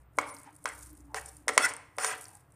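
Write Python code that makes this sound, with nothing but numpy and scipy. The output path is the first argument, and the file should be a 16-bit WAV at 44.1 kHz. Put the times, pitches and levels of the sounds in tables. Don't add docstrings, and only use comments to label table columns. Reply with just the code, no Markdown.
import sys
import numpy as np
from scipy import signal
from scipy.fft import rfft, irfft
from scipy.io import wavfile

SR = 44100
rng = np.random.default_rng(int(sys.argv[2]) if len(sys.argv) > 2 else 0)


def to_wav(s):
    ch = np.atleast_2d(s).T
    pcm = np.round(np.clip(ch, -1, 1) * 32767)
    wavfile.write(sys.argv[1], SR, pcm.astype(np.int16))


N = 112454

# frequency in Hz, relative level in dB, t60 in seconds.
PAN_MODES = [(304, -33, 0.06), (444.5, -14, 0.17), (581, -15.5, 0.099), (750, -10, 0.06),
             (1059, 4.5, 0.013), (1241.5, -2.5, 0.05), (1367, -2, 0.033), (1563, 5, 0.017),
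             (1945, 2, 0.014), (2206, -2.5, 0.025), (2504, -6.5, 0.006), (3580, -4, 0.0091),
             (4356, -4.5, 0.0099), (5385, 7.5, 0.0047), (6284, -3.5, 0.018), (6800, -2.5, 0.022),
             (7845, 3, 0.01), (8450, 4, 0.0078), (9324, 5, 0.012)]
# frequency in Hz, relative density in dB per Hz.
CRACKLE_SPECTRUM = [(1500, -28.5), (3200, -23), (4800, -15), (6000, -10.5), (7500, -7.5), (9150, 1),
                    (11000, -8), (12500, -15), (14000, -8), (15500, -20.5)]
TREBLE_HZ = 3000


def amp(db):
    return 10 ** (np.asarray(db) / 20)


def rms_one(x):
    return x / np.sqrt(np.mean(x ** 2) + 1e-20)


def in_time(rows):
    s, *columns = np.transpose(rows)
    return [np.interp(np.arange(N) / SR, s, c) for c in columns]


def band_pass(x, order, low_hz, high_hz):
    return signal.sosfilt(signal.butter(order, [low_hz, high_hz], "band", fs=SR, output="sos"), x)


def coloured(x, spectrum):
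    hz, db = np.transpose(spectrum)
    grid = np.arange(len(x) // 2 + 1) * SR / len(x) + 1
    gain = amp(np.interp(np.log(grid), np.log(hz), db, -90, -90))
    return irfft(rfft(x) * gain, len(x))


def ring(clicks, hz, t60):
    r = amp(-60 / (t60 * SR))
    w = 2 * np.pi * hz / SR
    return signal.lfilter([0, np.sin(w)], [1, -2 * r * np.cos(w), r * r], clicks + 1e-18)


def drift(hz):
    step = 40
    r = np.exp(-2 * np.pi * hz * step / SR)
    noise = rng.standard_normal(N // step + 502)
    slow = signal.lfilter([1], [1, -2 * r, r * r], noise)[500:]
    return np.interp(np.arange(N) / step, np.arange(len(slow)), rms_one(slow))


def grains(per_s, spread_db):
    sizes = amp(spread_db * np.minimum(rng.exponential(1, N), 5)) * rng.choice([-1, 1], N)
    return rms_one(sizes * (rng.random(N) < per_s / SR))


def burst(times, gains, t60s):
    envelope = np.zeros(N)
    t = np.arange(4000) / SR
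    for s, gain, t60 in zip(times, gains, t60s):
        i = int(s * SR)
        envelope[i:i + 4000] += gain * amp(-60 * t / max(t60, .001))[:N - i]
    return envelope * rng.standard_normal(N)


def hum(curve, hz, width_hz, steady):
    pitch = 1 + .03 * drift(4)
    tone = np.sin(2 * np.pi * hz * np.cumsum(pitch) / SR)
    level = amp(in_time(curve)[0])
    return level * rms_one((steady + drift(width_hz)) * tone)


def room_tone():
    # frequency in Hz, relative density in dB per Hz.
    room_spectrum = [(15, -12.5), (25, 4), (43, 5.5), (127, 18.5), (228, -2.5), (314, 0.5), (520, -1),
                     (1190, -2.5), (2080, -10.5), (3930, -25), (9220, -53), (11700, -47), (14500, -9)]
    room_db = -62
    return amp(room_db) * rms_one(coloured(rng.standard_normal(N), room_spectrum))


def low_drone():
    # time in seconds, level in dB.
    drone_levels = [(0.0, -60), (0.23, -69.5), (0.43, -83), (1.03, -48), (1.16, -58.5), (2.31, -87),
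                    (2.5, -81)]
    return hum(drone_levels, hz=63, width_hz=3, steady=2.5)


def pan_groan():
    # time in seconds, level in dB.
    groan_levels = [(0.0, -101), (0.14, -82), (0.2, -50.5), (0.33, -56.5), (0.62, -70.5), (1.0, -57.5),
                    (1.24, -71), (1.4, -66), (1.6, -44.5), (1.63, -57), (1.74, -60), (1.81, -71),
                    (1.95, -73.5), (2.11, -61.5), (2.29, -74.5), (2.55, -78)]
    return hum(groan_levels, hz=292, width_hz=36, steady=1.5)


def sauce_crackle():
    # time in seconds, level in dB.
    crackle_levels = [(0.0, -76), (0.09, -96.5), (0.2, -54.5), (0.33, -71), (0.35, -49), (0.48, -74.5),
                      (0.64, -64), (0.77, -55), (0.85, -55), (1.13, -79.5), (1.2, -56.5), (1.38, -59.5),
                      (1.44, -78.5), (1.65, -88), (1.78, -116.5), (2.01, -57), (2.14, -56), (2.21, -55.5),
                      (2.33, -57.5), (2.47, -79.5), (2.55, -74)]
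    grains_per_s, grain_spread_db = 5900, 1
    clump_db, clump_hz = 4.5, 60
    clumped = grains(grains_per_s, grain_spread_db) * amp(clump_db * drift(clump_hz))
    db, = in_time(crackle_levels)
    return amp(db) * rms_one(coloured(clumped, CRACKLE_SPECTRUM))


def sauce_ticks():
    # start in seconds, relative level in dB, t60 in seconds, centre in Hz.
    wet_ticks = [(0.17, -47, 0.014, 9100), (0.2129, -32, 0.0058, 7960), (0.2934, -36, 0.005, 9900),
                 (0.347, -26, 0.0037, 9110), (0.366, -31.5, 0.006, 5000), (0.385, -39.5, 0.01, 9050),
                 (0.432, -38, 0.0083, 9200), (0.4434, -40, 0.0065, 9520), (0.5524, -41, 0.006, 8950),
                 (0.563, -45, 0.015, 9250), (0.6409, -34.5, 0.0071, 9140), (0.6774, -22, 0.0029, 9640),
                 (0.6881, -34, 0.014, 8250), (0.735, -37, 0.0082, 8600), (0.8082, -42, 0.0099, 7800),
                 (0.83, -45.5, 0.028, 7600), (0.8625, -35, 0.0046, 9200), (0.902, -42.5, 0.0085, 9300),
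                 (0.9295, -50, 0.015, 13400), (0.951, -52, 0.011, 8530), (0.9715, -46.5, 0.0076, 8960),
                 (1.0048, -44.5, 0.0061, 7200), (1.1954, -30.5, 0.0047, 9700), (1.259, -29, 0.008, 8700),
                 (1.2877, -39.5, 0.0093, 9100), (1.3673, -37.5, 0.0099, 8920),
                 (1.6892, -17.5, 0.0034, 8860), (1.7364, -26, 0.0072, 8600), (1.7657, -15.5, 0.0025, 8720),
                 (1.9672, -36, 0.005, 8900), (2.2214, -32, 0.0054, 9200), (2.2408, -35, 0.0091, 8730),
                 (2.2538, -34.5, 0.0079, 5410), (2.2829, -30.5, 0.0045, 9200), (2.3523, -30, 0.0043, 8770),
                 (2.521, -43.5, 0.0062, 8880)]
    half_width_share, rise_s = 0.12, 0.0016
    pitched_db, snap_db = 12.5, -8
    out = np.zeros(N + 2000)
    t = np.arange(2000) / SR
    for s, db, t60, hz in wet_ticks:
        envelope = amp(db - 60 * t / max(t60, .002)) * np.minimum(t / rise_s, 1)
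        puff = rng.standard_normal(len(t)) * envelope
        high_hz = min(hz * (1 + half_width_share), .45 * SR)
        pitched = band_pass(puff, 2, hz * (1 - half_width_share), high_hz)
        snap = band_pass(puff, 3, 4800, 15000)
        out[int(s * SR):][:len(t)] += amp(pitched_db) * pitched + amp(snap_db) * snap
    return out[:N]


def knocks():
    # time in seconds, knock level in dB, gain of the body below 900 Hz in dB,
    # gain of the upper mids in dB, gain of the treble in dB, level of the soft push before it in dB.
    blade_knocks = [(0.1862, -5.5, -1.5, -4, -11, -28.5), (0.6563, -11, -9, 1, -10, -39),
                    (1.1444, -19, 10, -2, -4, -48.5), (1.4814, -13.5, -6, 8, 1.5, -33),
                    (1.4898, -18, 12, 12, -0.5, -63.5), (1.5777, -1, -18, 10, -2.5, -26),
                    (1.984, -14.5, 5.5, 3, -7.5, -37.5), (2.0459, -13.5, 3.5, 1, -0.5, -60)]
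    body_hz, upper_hz, spread_db = 900, 1700, 2.5
    rebound_s, rebound_db = 0.0019, -15.5
    push_lead_s, push_hz, push_t60_s = 0.00705, 610, 0.023
    thwack_hz, thwack_db, thwack_t60_s = 1241, -9.5, 0.012
    crack_db, crack_t60_s = -9.5, 0.029

    s, db, body_db, upper_db, treble_db, push_db = np.transpose(blade_knocks)
    first = (s * SR).astype(int)
    second = ((s + rebound_s) * SR).astype(int)
    chance = rng.normal(0, spread_db, (len(s), len(PAN_MODES), 2))
    modes = np.zeros(N)
    for k, (hz, mode_db, t60) in enumerate(PAN_MODES):
        level = db - 15.5 + mode_db
        level = level + body_db * (hz < body_hz)
        level = level + upper_db * (upper_hz < hz < TREBLE_HZ)
        level = level + treble_db * (hz > TREBLE_HZ)
        clicks = np.zeros(N)
        clicks[first] = (-1) ** k * amp(level + chance[:, k, 0])
        clicks[second] = amp(level + rebound_db + chance[:, k, 1])
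        modes += ring(clicks, hz, t60)

    blow, push = np.zeros((2, N))
    blow[first] = amp(db + thwack_db)
    thwack = ring(blow, thwack_hz, thwack_t60_s)
    push[((s - push_lead_s) * SR).astype(int)] = amp(push_db)
    soft_push = np.convolve(push, np.hanning(31) / 10)[:N]
    push = ring(soft_push, push_hz, push_t60_s)
    crack = burst(s, amp(db + treble_db + crack_db), [crack_t60_s] * len(s))
    return modes + thwack + push + band_pass(crack, 3, 2500, 10000)


def scrape():
    # time in seconds, relative level in dB,
    # treble in dB over that level.
    strokes = [
        [(0.195, -41.5, -6), (0.237, -39, -23), (0.299, -60.5, 13.5), (0.311, -68, -1), (0.441, -63, -6),
         (0.471, -51.5, -10), (0.52, -64, -33)],
        [(0.665, -33, -13.5), (0.731, -55, 1), (0.8, -99, 3)],
        [(1.15, -49.5, -12.5), (1.158, -37.5, 0), (1.178, -31.5, -8), (1.2, -52.5, 5), (1.208, -50, -39.5),
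         (1.294, -63, 19.5), (1.31, -86.5, -4.5)],
        [(1.495, -16.5, -19.5), (1.505, -49.5, 4), (1.525, -51.5, -5), (1.537, -47, 2), (1.565, -60, 13)],
        [(1.587, -45.5, -14), (1.591, -25.5, -14.5), (1.637, -42, 12.5), (1.657, -25, 1), (1.675, -37, -10.5),
         (1.693, -41, 4), (1.72, -35.5, -16.5)],
        [(1.992, -32, -12), (2.0, -38, 1), (2.05, -28, -3.5), (2.062, -33, 2), (2.126, -31.5, -6.5),
         (2.162, -41.5, -27), (2.17, -53, -9)],
    ]
    slips_per_s, slip_spread_db = 6000, 2.0
    wander_db, wander_hz = 3.0, 30
    grit_db, grit_low_hz, grit_high_hz = -4.5, 657, 2700
    rasp_db = -4
    rows = []
    for stroke in strokes:
        rows.append((stroke[0][0] - .004, -90, 0))
        rows += list(stroke)
        rows.append((stroke[-1][0] + .013, -90, 0))
    db, treble_db = in_time(rows)

    slips = grains(slips_per_s, slip_spread_db)
    low, high = np.zeros((2, N))
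    for k, (hz, mode_db, t60) in enumerate(PAN_MODES):
        wandering = slips * amp(wander_db * drift(wander_hz))
        mode = amp(mode_db) * (-1) ** k * ring(wandering, hz, t60)
        if hz < TREBLE_HZ:
            low += mode
        else:
            high += mode
    grit = rms_one(band_pass(slips, 2, grit_low_hz, grit_high_hz))
    rasp = rms_one(coloured(slips, CRACKLE_SPECTRUM))
    low = rms_one(low) + amp(grit_db) * grit
    high = rms_one(high) + amp(rasp_db) * rasp
    return amp(db - 6) * (low + amp(treble_db) * high)


def squeals():
    # start in seconds, length in seconds, first pitch in Hz,
    # last pitch in Hz, relative level in dB.
    singing_tones = [(0.264, 0.054, 10100, 9860, -47), (.30, 0.038, 9300, 9150, -55.5),
                     (0.449, 0.071, 900, 880, -53.5), (1.07, 0.18, 865, 890, -54.5),
                     (0.21, 0.16, 1050, 1099, -50), (1.161, 0.038, 2025, 1750, -40.5),
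                     (0.662, 0.0836, 2200, 1850, -45.5), (1.608, 0.078, 2030, 1960, -27.5),
                     (1.6, 0.079, 1340, 1520, -27), (1.613, 0.053, 2600, 2640, -43.5),
                     (1.615, 0.037, 3410, 3390, -43), (1.622, 0.042, 5450, 5400, -39),
                     (1.613, 0.03, 9150, 8960, -36), (1.994, 0.062, 1300, 1750, -36),
                     (2.011, 0.06, 5000, 6250, -46), (2.067, 0.032, 6100, 7030, -47.5),
                     (2.087, 0.057, 5260, 7500, -54), (2.27, 0.13, 813, 832, -58)]
    rough_steady, clean_steady = .5, 2.2
    clean_hz, clean_glide_share = 2400, .02
    width_share = .05
    out = np.zeros(N)
    for s, length, from_hz, to_hz, db in singing_tones:
        i, n = int(s * SR), int(length * SR)
        clean = from_hz > clean_hz and abs(to_hz / from_hz - 1) < clean_glide_share
        steady = clean_steady if clean else rough_steady
        waver = drift(np.clip(width_share * from_hz, 90, 200))[i:i + n]
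        tone = np.sin(2 * np.pi * np.cumsum(np.linspace(from_hz, to_hz, n)) / SR)
        out[i:i + n] += amp(db) * np.sqrt(np.hanning(n)) * (steady + waver) * tone
    return out


def kitchen(x):
    # centre in Hz, t60 in seconds, relative level in dB.
    octaves = [(250, 0.28, -10.5), (582, 0.48, -16.5), (1020, 0.55, -20), (2186, 0.56, -22),
               (3700, 0.44, -21), (8480, 0.45, -28)]
    t = np.arange(SR * 2 // 3) / SR
    onset = np.clip(t / 0.0013 - .3, 0, 1)
    answer = 0
    for hz, t60, db in octaves:
        band = band_pass(rng.standard_normal(len(t)), 2, hz / np.sqrt(2), hz * np.sqrt(2))
        answer = answer + amp(db - 60 * t / t60) * band * onset
    return signal.fftconvolve(x, answer)[:N] / 10


def scene():
    background = room_tone() + low_drone() + pan_groan()
    pan = sauce_crackle() + sauce_ticks() + knocks() + scrape()
    pan = signal.sosfilt(signal.butter(4, 261.2, "high", fs=SR, output="sos"), pan)
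    song = squeals()
    song_to_room_db = -14
    echo = kitchen(pan + amp(song_to_room_db) * song)
    return (pan + song + echo + background)[None]


def record(dry):
    edge_hz, edge_db, cutoff_hz = 14350, -40, 16000
    low = signal.sosfiltfilt(signal.ellip(10, .2, 30, edge_hz, fs=SR, output="sos"), dry)
    out = low + amp(edge_db) * (dry - low)
    return signal.sosfilt(signal.cheby2(12, 70, cutoff_hz, fs=SR, output="sos"), out)


dry = scene()
out = record(dry)
to_wav(out)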